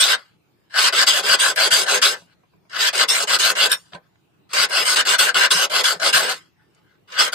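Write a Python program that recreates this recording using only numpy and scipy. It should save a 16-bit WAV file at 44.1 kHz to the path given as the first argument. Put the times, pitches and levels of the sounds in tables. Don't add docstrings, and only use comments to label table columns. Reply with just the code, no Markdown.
import sys
import numpy as np
from scipy import signal
from scipy.fft import rfft, irfft
from scipy.io import wavfile
from scipy.ndimage import uniform_filter1d

SR = 44100
rng = np.random.default_rng(int(sys.argv[2]) if len(sys.argv) > 2 else 0)


def volts_from_decibels(level):
    exponent = np.asarray(level, float) / 20
    return 10 ** exponent


def transcribe(u):
    v = np.clip(np.atleast_2d(u).T, -1, 1)
    q = np.round(v * 32767).astype(np.int16)
    wavfile.write(sys.argv[1], SR, q)


N = 323694
SIZE = 16384


def evened(x):
    return x / np.sqrt(np.mean(abs(x) ** 2) + 1e-20)


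def read(points, hz):
    f, value = np.transpose(points)
    return np.interp(np.log(hz + 1), np.log(f + 1), value)


def add(mix, s, sound):
    part = mix[:, max(round(s * SR), 0):][:, :sound.shape[1]]
    part += sound[:, :part.shape[1]]


def wash():
    # (frequency [Hz], density [dB per Hz])
    colour = [(15, -62.5), (35, -36), (60, -11.5), (100, -7.5), (160, 2.5), (221, -18), (313, -5.5),
              (550, -18), (846, -16), (1500, -21.5), (3420, -25.5), (5500, -32), (10000, -37), (15400, -31)]
    # (frequency [Hz], left-right likeness [0 to 1])
    likeness = [(60, 0.23), (140, 0.31), (400, .12), (2000, .02)]
    frames, hz = N // 256 + 5, np.fft.rfftfreq(1024, 1 / SR)
    a, b, c, d, patches = rng.standard_normal((frames, 513, 5)).T
    patches = uniform_filter1d(patches, size=8, axis=0)
    patches = evened(uniform_filter1d(patches, size=14, axis=1))
    same = np.clip(read(likeness, hz), -1, 1)[:, None]
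    left, other = a + 1j * b, c + 1j * d
    z = np.array([left, same * left + np.sqrt(1 - same ** 2) * other])
    z *= volts_from_decibels(read(colour, hz)[:, None] + 2.2 * patches)
    noise = signal.istft(z, nperseg=1024, noverlap=768)[1][:, :N]
    return volts_from_decibels(-60.5) * evened(noise)


def knock(db, hz, thud_db, t60=0.029, thud_hz=172, rattle_s=0.017):
    t = np.arange(6000) / SR
    ratios = ((0.91, 0.81), (2.1, 13), (0.65, 6.7), (1.4, 15))  # (share of hz, loss dB)
    modes = sum(volts_from_decibels(-loss) * np.sin(2 * np.pi * hz * m * t) for m, loss in ratios)
    blows = (rng.random((2, 6000)) < .02) * rng.standard_normal((2, 6000)) * np.exp(-t / rattle_s)
    blows[:, 0] = 2
    damped = volts_from_decibels(-60 * t / t60) * modes
    tap = signal.fftconvolve(blows, damped[None], axes=1)[:, :6000]
    thud = np.sin(2 * np.pi * thud_hz * t) * (1 - np.exp(-t / 0.005))
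    thud = volts_from_decibels(thud_db + 9.0 - 60 * t / 0.1) * thud
    return volts_from_decibels(db - 5.0) * tap / abs(tap).max() + thud


def far_knocks(mix):
    # (time [s], peak level [dB], mode [Hz], thud level [dB])
    knock_events = [(2.221, -39, 1024, -51), (2.316, -54, 1540, -74), (2.435, -44, 1140, -65),
                    (2.536, -43.5, 1088, -62), (2.653, -45, 1053, -59), (3.932, -28, 1130, -48.5),
                    (3.947, -20, 1100, -39), (4.155, -53, 1120, -68), (3.72, -57, 1100, -49),
                    (5.549, -63, 1097, -35), (5.961, -74, 1080, -44), (6.142, -63, 1090, -38.5),
                    (6.37, -66, 1122, -61)]
    for s, *row in knock_events:
        add(mix, s, knock(*row))


def tick(db, hz, cycles=4.1):
    t = np.arange(200) / SR
    return np.tile(volts_from_decibels(db) * np.sin(2 * np.pi * hz * t) * np.exp(-t * hz / cycles), (2, 1))


def dry_ticks(mix):
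    # (time [s], peak level [dB], frequency [Hz])
    tick_events = [
        (6.748, -54, 5500),
        (7.04, -66, 8200),
        (3.935, -36, 2600),
        (2.698, -48, 3000),
    ]
    for s, *row in tick_events:
        add(mix, s, tick(*row))


def catch(db, low_hz, top_hz):
    t = np.arange(900) / SR
    band = signal.butter(3, (low_hz, top_hz), "band", fs=SR, output="sos")
    grit = signal.sosfilt(band, rng.standard_normal((2, 900)))
    return volts_from_decibels(db - 5) * evened(grit) * np.exp(-t / .005)


def ridge_catches(mix):
    # (time [s], peak level [dB], dullest [Hz],
    # brightest [Hz])
    catch_events = [(1.5603, -14, 1500, 15000), (3.0815, -23, 3500, 10000), (3.272, -25, 2000, 8000),
                    (3.553, -17, 1000, 5500), (5.348, -23, 1500, 7000), (5.699, -24, 1500, 8000),
                    (5.9995, -21, 1000, 7000), (1.064, -24, 4000, 12000), (2.939, -20, 1500, 7000),
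                    (3.9335, -26, 1200, 4000), (3.9485, -29, 1200, 4500), (3.9425, -35, 1000, 4000),
                    (6.748, -52, 3500, 9000), (7.1215, -27, 1200, 6000), (4.157, -54, 800, 3000),
                    (.741, -25, 1200, 6000),
                    (2.6975, -43, 1000, 9000), (4.697, -26, 5000, 15100), (4.842, -21, 2500, 12160),
                   (3.655, -14, 1500, 5070), (0.759, -23, 1000, 5050), (.9492, -11, 1000, 6000),
                   (1.0779, -18.5, 1000, 6120), (1.8776, -23, 800, 2940), (2.7232, -38, 1000, 5000),
                   (2.7487, -24, 1000, 5000), (2.8055, -16, 2000, 6000), (3.02, -10, 2020, 6130),
                   (3.717, -19, 2000, 11920), (4.504, -41, 1000, 3000), (4.5406, -21, 1000, 6000),
                   (4.7091, -16, 1000, 4000), (4.9696, -14.5, 1000, 5030), (5.0676, -25, 1000, 6000),
                   (5.191, -18, 1000, 5900), (5.842, -8.5, 1000, 6030), (6.134, -20, 1000, 6000),
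                   (7.0863, -45.5, 1000, 3000), (7.103, -41, 1000, 4030), (7.188, -22, 1000, 6000)]
    for s, *row in catch_events:
        add(mix, s, catch(*row))


def squeal(db, hz, length_s, width_share=0.08, climb=0.076, rise_s=0.0023, steady=0.63,
           throb=0.21, throb_hz=140, size=8820):
    t = np.arange(0, 2 * length_s, 1 / SR)[:size]
    r = np.exp(-np.pi * width_share * hz / SR)
    fuzz = rng.standard_normal((2, size)) + 1j * rng.standard_normal((2, size))
    fuzz = signal.lfilter([1], [1, -2 * r, r * r], fuzz)
    fuzz = evened(fuzz[:, -len(t):] + 0j)
    turns = hz * np.cumsum(1 + climb * (np.minimum(t / length_s, .8) - .4)) / SR
    shape = (1 - np.exp(-t / rise_s)) ** 2 * np.exp(-(t / length_s) ** 1.4 * 2.0)
    shape = shape * (1 + throb * np.sin(2 * np.pi * throb_hz * rng.uniform(0.68, 0.82) * t))
    return volts_from_decibels(db - 3.5) * shape * ((fuzz + steady) * np.exp(2j * np.pi * turns)).real


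def whistles(mix):
    # (time [s], peak level [dB], frequency [Hz], length [s])
    whistle_events = [
        (6.56, -63, 861, .3),
        (6.78, -65, 850, .18),
        (6.58, -64, 1770, .2),
        (6.8, -64, 1450, .15),
        (6.72, -66, 3010, .17),
        (6.74, -69, 2730, .2),
        (6.36, -58, 2150, .1),
        (7.02, -62, 3010, .06),
        (0.3, -67, 860, .2),
        (6.39, -55, 3230, .1),
    ]
    for s, *row in whistle_events:
        add(mix, s, squeal(*row, width_share=0.022, climb=0.0074, rise_s=0.014, throb=0, size=28000))


def chatter(mix):
    # (time [s], peak level [dB], frequency [Hz], length [s])
    low_squeals = [(0.0, -17, 3416, 0.059), (1.075, -9, 3400, 0.061), (1.3997, -7, 3490, 0.05),
                   (1.715, -9, 3272, 0.06), (2.028, -10, 3400, 0.055), (3.085, -10, 3590, 0.057),
                   (3.406, -8.5, 3550, 0.062), (5.189, -11, 3490, 0.05), (5.5057, -7, 3730, 0.041),
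                   (5.8452, -12, 3405, 0.05), (6.14, -14, 3570, 0.05)]
    mid_squeals = [
        (3.43, -16, 5400, .05),
        (0.0, -12, 5330, 0.05),
        (1.7201, -11, 4750, 0.05),
        (3.088, -11, 5416, 0.065),
        (4.8765, -16, 5360, 0.05),
        (5.5416, -14.5, 5430, 0.05),
        (5.85, -15, 5015, 0.04),
    ]
    high_squeals = [
        (0.0, -8, 8760, 0.043),
        (1.3966, -13, 8830, 0.088),
        (1.717, -14, 7840, 0.08),
        (3.1017, -10.5, 8410, 0.064),
        (4.857, -14.5, 8530, 0.083),
        (5.201, -18, 7940, 0.073),
        (5.5098, -14, 8935, 0.052),
        (5.868, -24, 7420, 0.039),
        (6.1614, -11, 8940, 0.041),
    ]
    upper_squeals = [
        (3.095, -25, 10700, .04),
        (3.085, -18, 9250, .03),
        (6.4, -56, 3220, .08),
    ]
    stall_squeals = [
        (3.715, -7, 3660, .035),
        (3.716, -11, 5450, .04),
        (3.715, -8, 8700, .032),
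        (3.75, -33, 5500, .05),
        (3.706, -17, 1700, .035),
        (3.716, -19, 10850, .04),
        (3.716, -20, 12800, .035),
    ]
    rough_squeals = [(3.008, -7.5, 4000, 0.019), (2.028, -12, 3600, .04), (7.08, -37.5, 1450, 0.041),
                     (5.8, -36, 1400, 0.038), (3.635, -22, 590, 0.037), (0.021, -11, 3700, .05),
                     (1.095, -9.5, 3200, 0.059), (2.05, -9, 3800, .05), (3.423, -10.5, 4000, .06),
                     (7.192, -5.5, 5100, 0.05), (7.195, -10.5, 1252, 0.045)]
    afterglow = [
        (3.759, -41, 8640, 0.074),
        (3.76, -48, 10900, 0.073),
        (3.76, -48, 12800, .07),
        (3.769, -50, 7030, 0.12),
        (3.94, -49, 8770, 0.035),
    ]
    for s, *row in upper_squeals + low_squeals + mid_squeals + high_squeals:
        add(mix, s, squeal(*row))
    for s, *row in stall_squeals:
        add(mix, s, squeal(*row, climb=0, rise_s=.001, width_share=.05, throb=.5, throb_hz=115))
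    for s, *row in rough_squeals + afterglow:
        add(mix, s, squeal(*row, width_share=0.24))


def dying_noise(t60_table, delay_s):
    hz, t, z = signal.stft(rng.standard_normal((2, SIZE)), SR, nperseg=128)
    decay = volts_from_decibels(-60 * t / read(t60_table, hz)[:, None])
    burst = signal.istft(z * decay, SR, nperseg=128)[1][:, :SIZE]
    spectra = rfft(np.roll(burst, round(delay_s * SR), axis=1))
    return spectra / np.sqrt(uniform_filter1d(abs(spectra) ** 2, size=50, axis=1))


def body(room_db=-20, room_t60=0.03):
    # (frequency [Hz], density [dB per Hz])
    colour = [(24, -71), (40, -50), (123, -44.5), (178, -19.5), (279, -24.5), (416, -12), (600, -11.5),
              (879, -12.5), (995, -6.5), (1560, -5), (1900, -4.5), (3370, -1.5), (5150, -2.5), (5690, -3.5),
              (8480, -9.5), (15400, -21.5)]
    # (frequency [Hz], width [Hz], level [dB])
    board_modes = [(195, 300, -7), (317, 20, 1.5), (419.7, 22, 6), (506, 22, 3), (622, 89, 2.5),
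                   (1029, 59, 3.5), (1150, 62, -1), (1325, 280, 3), (1548, 40, 10), (1625, 110, 3.5),
                   (1750, 67, 2)]
    # (frequency [Hz], width [Hz], level [dB])
    steel_modes = [(2424, 76, 5), (2930, 140, 5), (3103, 90, 0), (3307, 60, 2), (3740, 880, 1),
                   (4660, 170, 1.5), (4990, 110, 3.5), (5270, 81, 8.5), (5990, 30, 3.5), (6390, 110, -2.5),
                   (7880, 110, 4), (8380, 120, 4), (10040, 410, -6), (11450, 90, 1.5)]
    # (frequency [Hz], width [Hz], level [dB])
    valleys = [(203, 43, -6), (378, 72, -6.5), (301, 5.1, -13), (870, 510, -1.5), (1874, 65, -7),
               (4140, 220, 0), (5770, 690, -5), (7000, 120, -6), (9250, 32, -0.5), (11220, 260, -7)]
    # (frequency [Hz], t60 [s])
    ring_t60 = [(200, 0.16), (1500, 0.096), (5000, 0.068), (12000, 0.031)]
    # (frequency [Hz], left-right likeness [0 to 1])
    likeness = [(60, 0.29), (150, 0.94), (380, 0.96), (950, 0.31), (2380, 0.19), (5970, 0.39),
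                (15000, 0.93)]
    # (frequency [Hz], left minus right [dB])
    tilt = [(60, 3.5), (120, -8.5), (240, 4), (480, 2.5), (950, 2), (1890, 1.5), (3770, 0.5), (7510, -1),
            (15000, 3)]
    wander, narrowest_hz = .025, 18
    direct_db, direct_from_hz, lag_s = -1, 700, [5.5e-5, 0]
    hz = np.fft.rfftfreq(SIZE, 1 / SR)
    ring = dying_noise(ring_t60, 0)
    for f, width, db in board_modes + steel_modes:
        phase = rng.uniform(0, 2 * np.pi, (2, 1))
        spot_db = 2.5 * rng.standard_normal()
        f = f * (1 + wander * np.clip(f / 1500, 0, 1) * rng.standard_normal())
        resonance = 1 / (1 + 2j * (hz - f) / max(width, narrowest_hz))
        ring = ring + volts_from_decibels(db + spot_db) * np.exp(1j * phase) * resonance
    ring = ring + volts_from_decibels(room_db) * dying_noise([(100, room_t60), (15000, 0.25 * room_t60)], 0.0036)
    same = np.clip(read(likeness, hz), 0, 1)
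    ring = np.array([ring[0], same * ring[0] + np.sqrt(1 - same ** 2) * ring[1]])
    direct = volts_from_decibels(direct_db) / (1 + (direct_from_hz / (hz + 1)) ** 4)
    ring = ring + direct * np.exp(-2j * np.pi * np.outer(lag_s, hz))
    for f, width, db in valleys:
        ring = ring * volts_from_decibels(db * np.exp(-((hz - f) / width) ** 2))
    return hz, ring * volts_from_decibels(read(colour, hz) + np.outer([.5, -.5], read(tilt, hz)))


def stroke(start_s, hold_s, bite_s, lift_db_per_s, held_db):
    lift_shares = (1.1, 1.1, 1.9, 2.8)
    at_once = 0.28
    t = np.arange(0, hold_s + .15, 1 / SR)
    bite = at_once + (1 - at_once) * np.sin(np.pi / 2 * np.minimum(t / bite_s, 1)) ** 2
    lift_db = -lift_db_per_s * np.outer(lift_shares, np.maximum(t - hold_s, 0))
    gain = bite * volts_from_decibels(held_db(np.minimum(t / hold_s, 1)) + lift_db)
    return start_s, gain[:, max(-round(start_s * SR), 0):] ** 2


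def pressure():
    # (bite [s], hold [s], pressure [dB], sag over the hold [dB], lift [dB per s])
    pushes = [(-0.02, 0.17, -26, 13.5, 900.5), (1.066, 0.136, -23, 10, 603),
              (1.388, 0.13, -23.5, 16, 694.5), (1.705, 0.13, -22.5, 11, 502), (2.016, 0.12, -24, 16, 518),
              (3.082, 0.16, -25.5, 8.5, 1198), (3.387, 0.13, -23, 10.5, 797),
              (3.689, 0.042, -26.5, -12, 607), (4.846, 0.1, -24.5, 2.5, 902), (5.184, 0.11, -22.5, 7, 594),
              (5.504, 0.15, -23.5, 7.5, 1198), (5.835, 0.1, -24, 17, 541), (6.127, 0.084, -22, 16, 491),
              (7.185, 0.098, -26, 9.5, 912), (7.322, 0.24, -26, -10.5, 700)]
    # (bite [s], hold [s], pressure [dB], swell [dB], brightness [dB])
    draws = [(0.078, 0.062, -25.5, 4.5, 4), (0.737, 0.15, -21.5, 15, 2.5), (0.924, 0.11, -20, 9, 1.5),
             (1.223, 0.13, -20, 12, 1), (1.559, 0.12, -21.5, 5.5, 0.5), (1.86, 0.12, -20, 8.5, 0),
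             (2.739, 0.15, -23.5, 36, 2.5), (2.928, 0.11, -20, 9, 0.5), (3.272, 0.092, -22.5, 2, 1),
             (3.551, 0.12, -21, 6.5, 0.5), (4.531, 0.12, -22.5, 2.5, 1.5), (4.685, 0.15, -23.5, 11.5, 0.5),
             (4.958, 0.052, -20, -1, 1), (5.051, 0.1, -20.5, 8.5, 1.5), (5.343, 0.12, -20.5, 6.5, 1),
             (5.696, 0.12, -22, 4.5, -0.5), (5.995, 0.11, -21.5, 12.5, 0), (6.215, 0.11, -23.5, 2, -1)]
    # (start [s], length [s], first [dB], last [dB], brightness [dB])
    touches = [(5.94, 0.0484, -41.5, -56, 3), (1.37, .02, -35.5, -33, 1), (0.175, 0.19, -46.5, -79.5, 0.5),
               (0.696, 0.054, -56.5, -38.5, 0), (2.154, 0.11, -55, -72, 5), (2.267, 0.07, -65, -66, 0),
               (2.695, 0.074, -47.5, -27.5, -0.5), (3.775, 0.15, -59, -73, 3.5),
               (3.92, 0.041, -47, -38.5, -3.5), (3.989, 0.077, -77, -68, -3.5),
               (4.491, 0.038, -54.5, -40.5, 0.5), (4.841, 0.0086, -32, -44, 4),
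               (6.328, 0.21, -37, -89.5, 3), (6.58, 0.21, -73.5, -71, -2), (6.752, 0.201, -71.5, -65.5, -3),
               (7.074, 0.055, -57, -32, -1), (7.121, 0.1, -41.5, -16, -0.5)]
    # (clamp, boards, blade, file); colours [dB], the others shares [ratio]
    push_colour = (-8, 1.66, 4, 2.72)
    push_sag = (-0.079, 0.7, 1, 0.91)
    draw_colour = (-6.5, 1.7, 3, -2)
    draw_swell = (0.55, 1.2, 1.7, 1.8)
    draw_bright = (-1.4, 1.5, 2, 1.8)
    touch_colour = (-14.5, 1.5, -1.5, -10.5)
    touch_bright = (-3, 0.5, 1.72, 3)
    top, droop_db = 0.63, 2.5
    power = np.full((4, N), 1e-11)

    for s, hold_s, db, sag_db, lift in pushes:
        def push_db(u):
            return db + np.reshape(push_colour, (4, 1)) + sag_db * np.outer(push_sag, .5 - u)
        add(power, *stroke(s, hold_s, 0.012, lift, push_db))

    for s, hold_s, db, swell_db, bright_db in draws:
        def draw_db(u):
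            colour_db = np.reshape(draw_colour, (4, 1)) + bright_db * np.reshape(draw_bright, (4, 1))
            swell = swell_db * np.outer(draw_swell, np.maximum(1 - u / top, 0) ** 2)
            droop = droop_db * (np.maximum(u - top, 0) / (1 - top)) ** 2
            return db + colour_db - swell - droop
        add(power, *stroke(s, hold_s, .0025, 899.5, draw_db))

    for s, hold_s, first_db, last_db, bright_db in touches:
        def touch_db(u):
            colour_db = np.reshape(touch_colour, (4, 1)) + bright_db * np.reshape(touch_bright, (4, 1))
            return colour_db + first_db + (last_db - first_db) * u
        add(power, *stroke(s, hold_s, 0.0026, 746.5, touch_db))
    return np.sqrt(power)


def rasp(clicks_per_s=9000, spread_db=3.0, judder_db=1.0, grit_db=1.5, slide_per_s=7.0,
         alike=(.9, .8, .62, .5)):
    hits = rng.random((2, N)) < clicks_per_s / SR
    clicks = hits * volts_from_decibels(spread_db * np.minimum(rng.exponential(1, (2, N)), 5))
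    judder = uniform_filter1d(rng.standard_normal(N), size=300)
    judder = evened(uniform_filter1d(judder, size=300))
    grit = evened(uniform_filter1d(rng.standard_normal(N), size=60))
    signs = rng.choice([-1, 1], (2, N))
    near, far = evened(clicks * signs * volts_from_decibels(judder_db * judder + grit_db * grit))
    slide = np.pi * slide_per_s * np.arange(N) / SR
    gains, out = pressure(), np.zeros((2, N))
    for spot in range(4):
        hz, response = body()
        share = np.sqrt(2 / 4) * np.cos(slide - spot * np.pi / 4)
        deep, low, high = (1 / (1 + (hz / edge_hz) ** 12) for edge_hz in (850, 2100, 5700))
        bands = (deep, low - deep, high - low, 1 - high)
        for gain, band, same in zip(gains, bands, np.clip(alike, 0, 1)):
            drive = np.array([near, same * near + np.sqrt(1 - same ** 2) * far]) * share * gain
            taps = np.roll(irfft(evened(response * band)), 768, axis=1)[:, :SIZE // 2]
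            out += signal.oaconvolve(drive, taps, axes=1)[:, 768:N + 768]
    return out


def scene():
    mix = wash()
    far_knocks(mix)
    whistles(mix)
    dry_ticks(mix)
    ridge_catches(mix)
    chatter(mix)
    return mix + rasp()


def starved(x, from_hz=1500, edge_hz=15150, patchy_db=2.5):
    # (frequency [Hz], width [Hz], lost margin [dB])
    weak_bands = [(5800, 250, 0), (8900, 200, 1.5), (11250, 330, 7), (12900, 1600, 5.5)]
    margin_db, chance_db, lean_db = 8.5, 3.2, 2.3
    hz, t, z = signal.stft(x, SR, nperseg=1024, noverlap=768)
    column_hz = hz[:, None]
    blocks = rng.standard_normal((len(t) // 4 + 1, len(hz) // 6 + 1)).T
    blocks = evened(uniform_filter1d(blocks, size=3, axis=1))
    chance = np.kron(blocks, np.ones((6, 4)))[:len(hz), :len(t)]
    drift = rng.standard_normal((len(t), len(hz))).T
    drift = uniform_filter1d(drift, size=9, axis=0)
    drift = evened(uniform_filter1d(drift, size=14, axis=1))
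    power = uniform_filter1d((abs(z) ** 2).sum(0), size=5, axis=0)
    power = uniform_filter1d(power, size=10, axis=1) + 1e-16
    dip_db = 10 * np.log10(power / uniform_filter1d(power, size=40, axis=0))
    treble = np.clip(.62 * np.log2((column_hz + 1) / from_hz), 0, 2.2)
    weak_db = sum(db * np.exp(-((column_hz - f) / width) ** 2) for f, width, db in weak_bands)
    kept = dip_db - weak_db + margin_db + treble * (chance_db * chance - lean_db) > 0
    kept = (kept | (treble == 0)) & (column_hz < edge_hz + 110 * chance[:1])
    z = z * (kept + 0.0047) * volts_from_decibels(patchy_db * drift * np.clip(column_hz / 1500, 0, 1))
    return signal.istft(z, SR, nperseg=1024, noverlap=768)[1][:, :N]


def roll_off(x):
    return signal.sosfilt(signal.butter(12, 15830, fs=SR, output="sos"), x)


def record(dry):
    limited = 0.8 * np.tanh(dry / 0.96)
    cut = signal.sosfilt(signal.butter(1, 45, "high", fs=SR, output="sos"), limited)
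    return roll_off(starved(cut))


dry = scene()
out = record(dry)
transcribe(out)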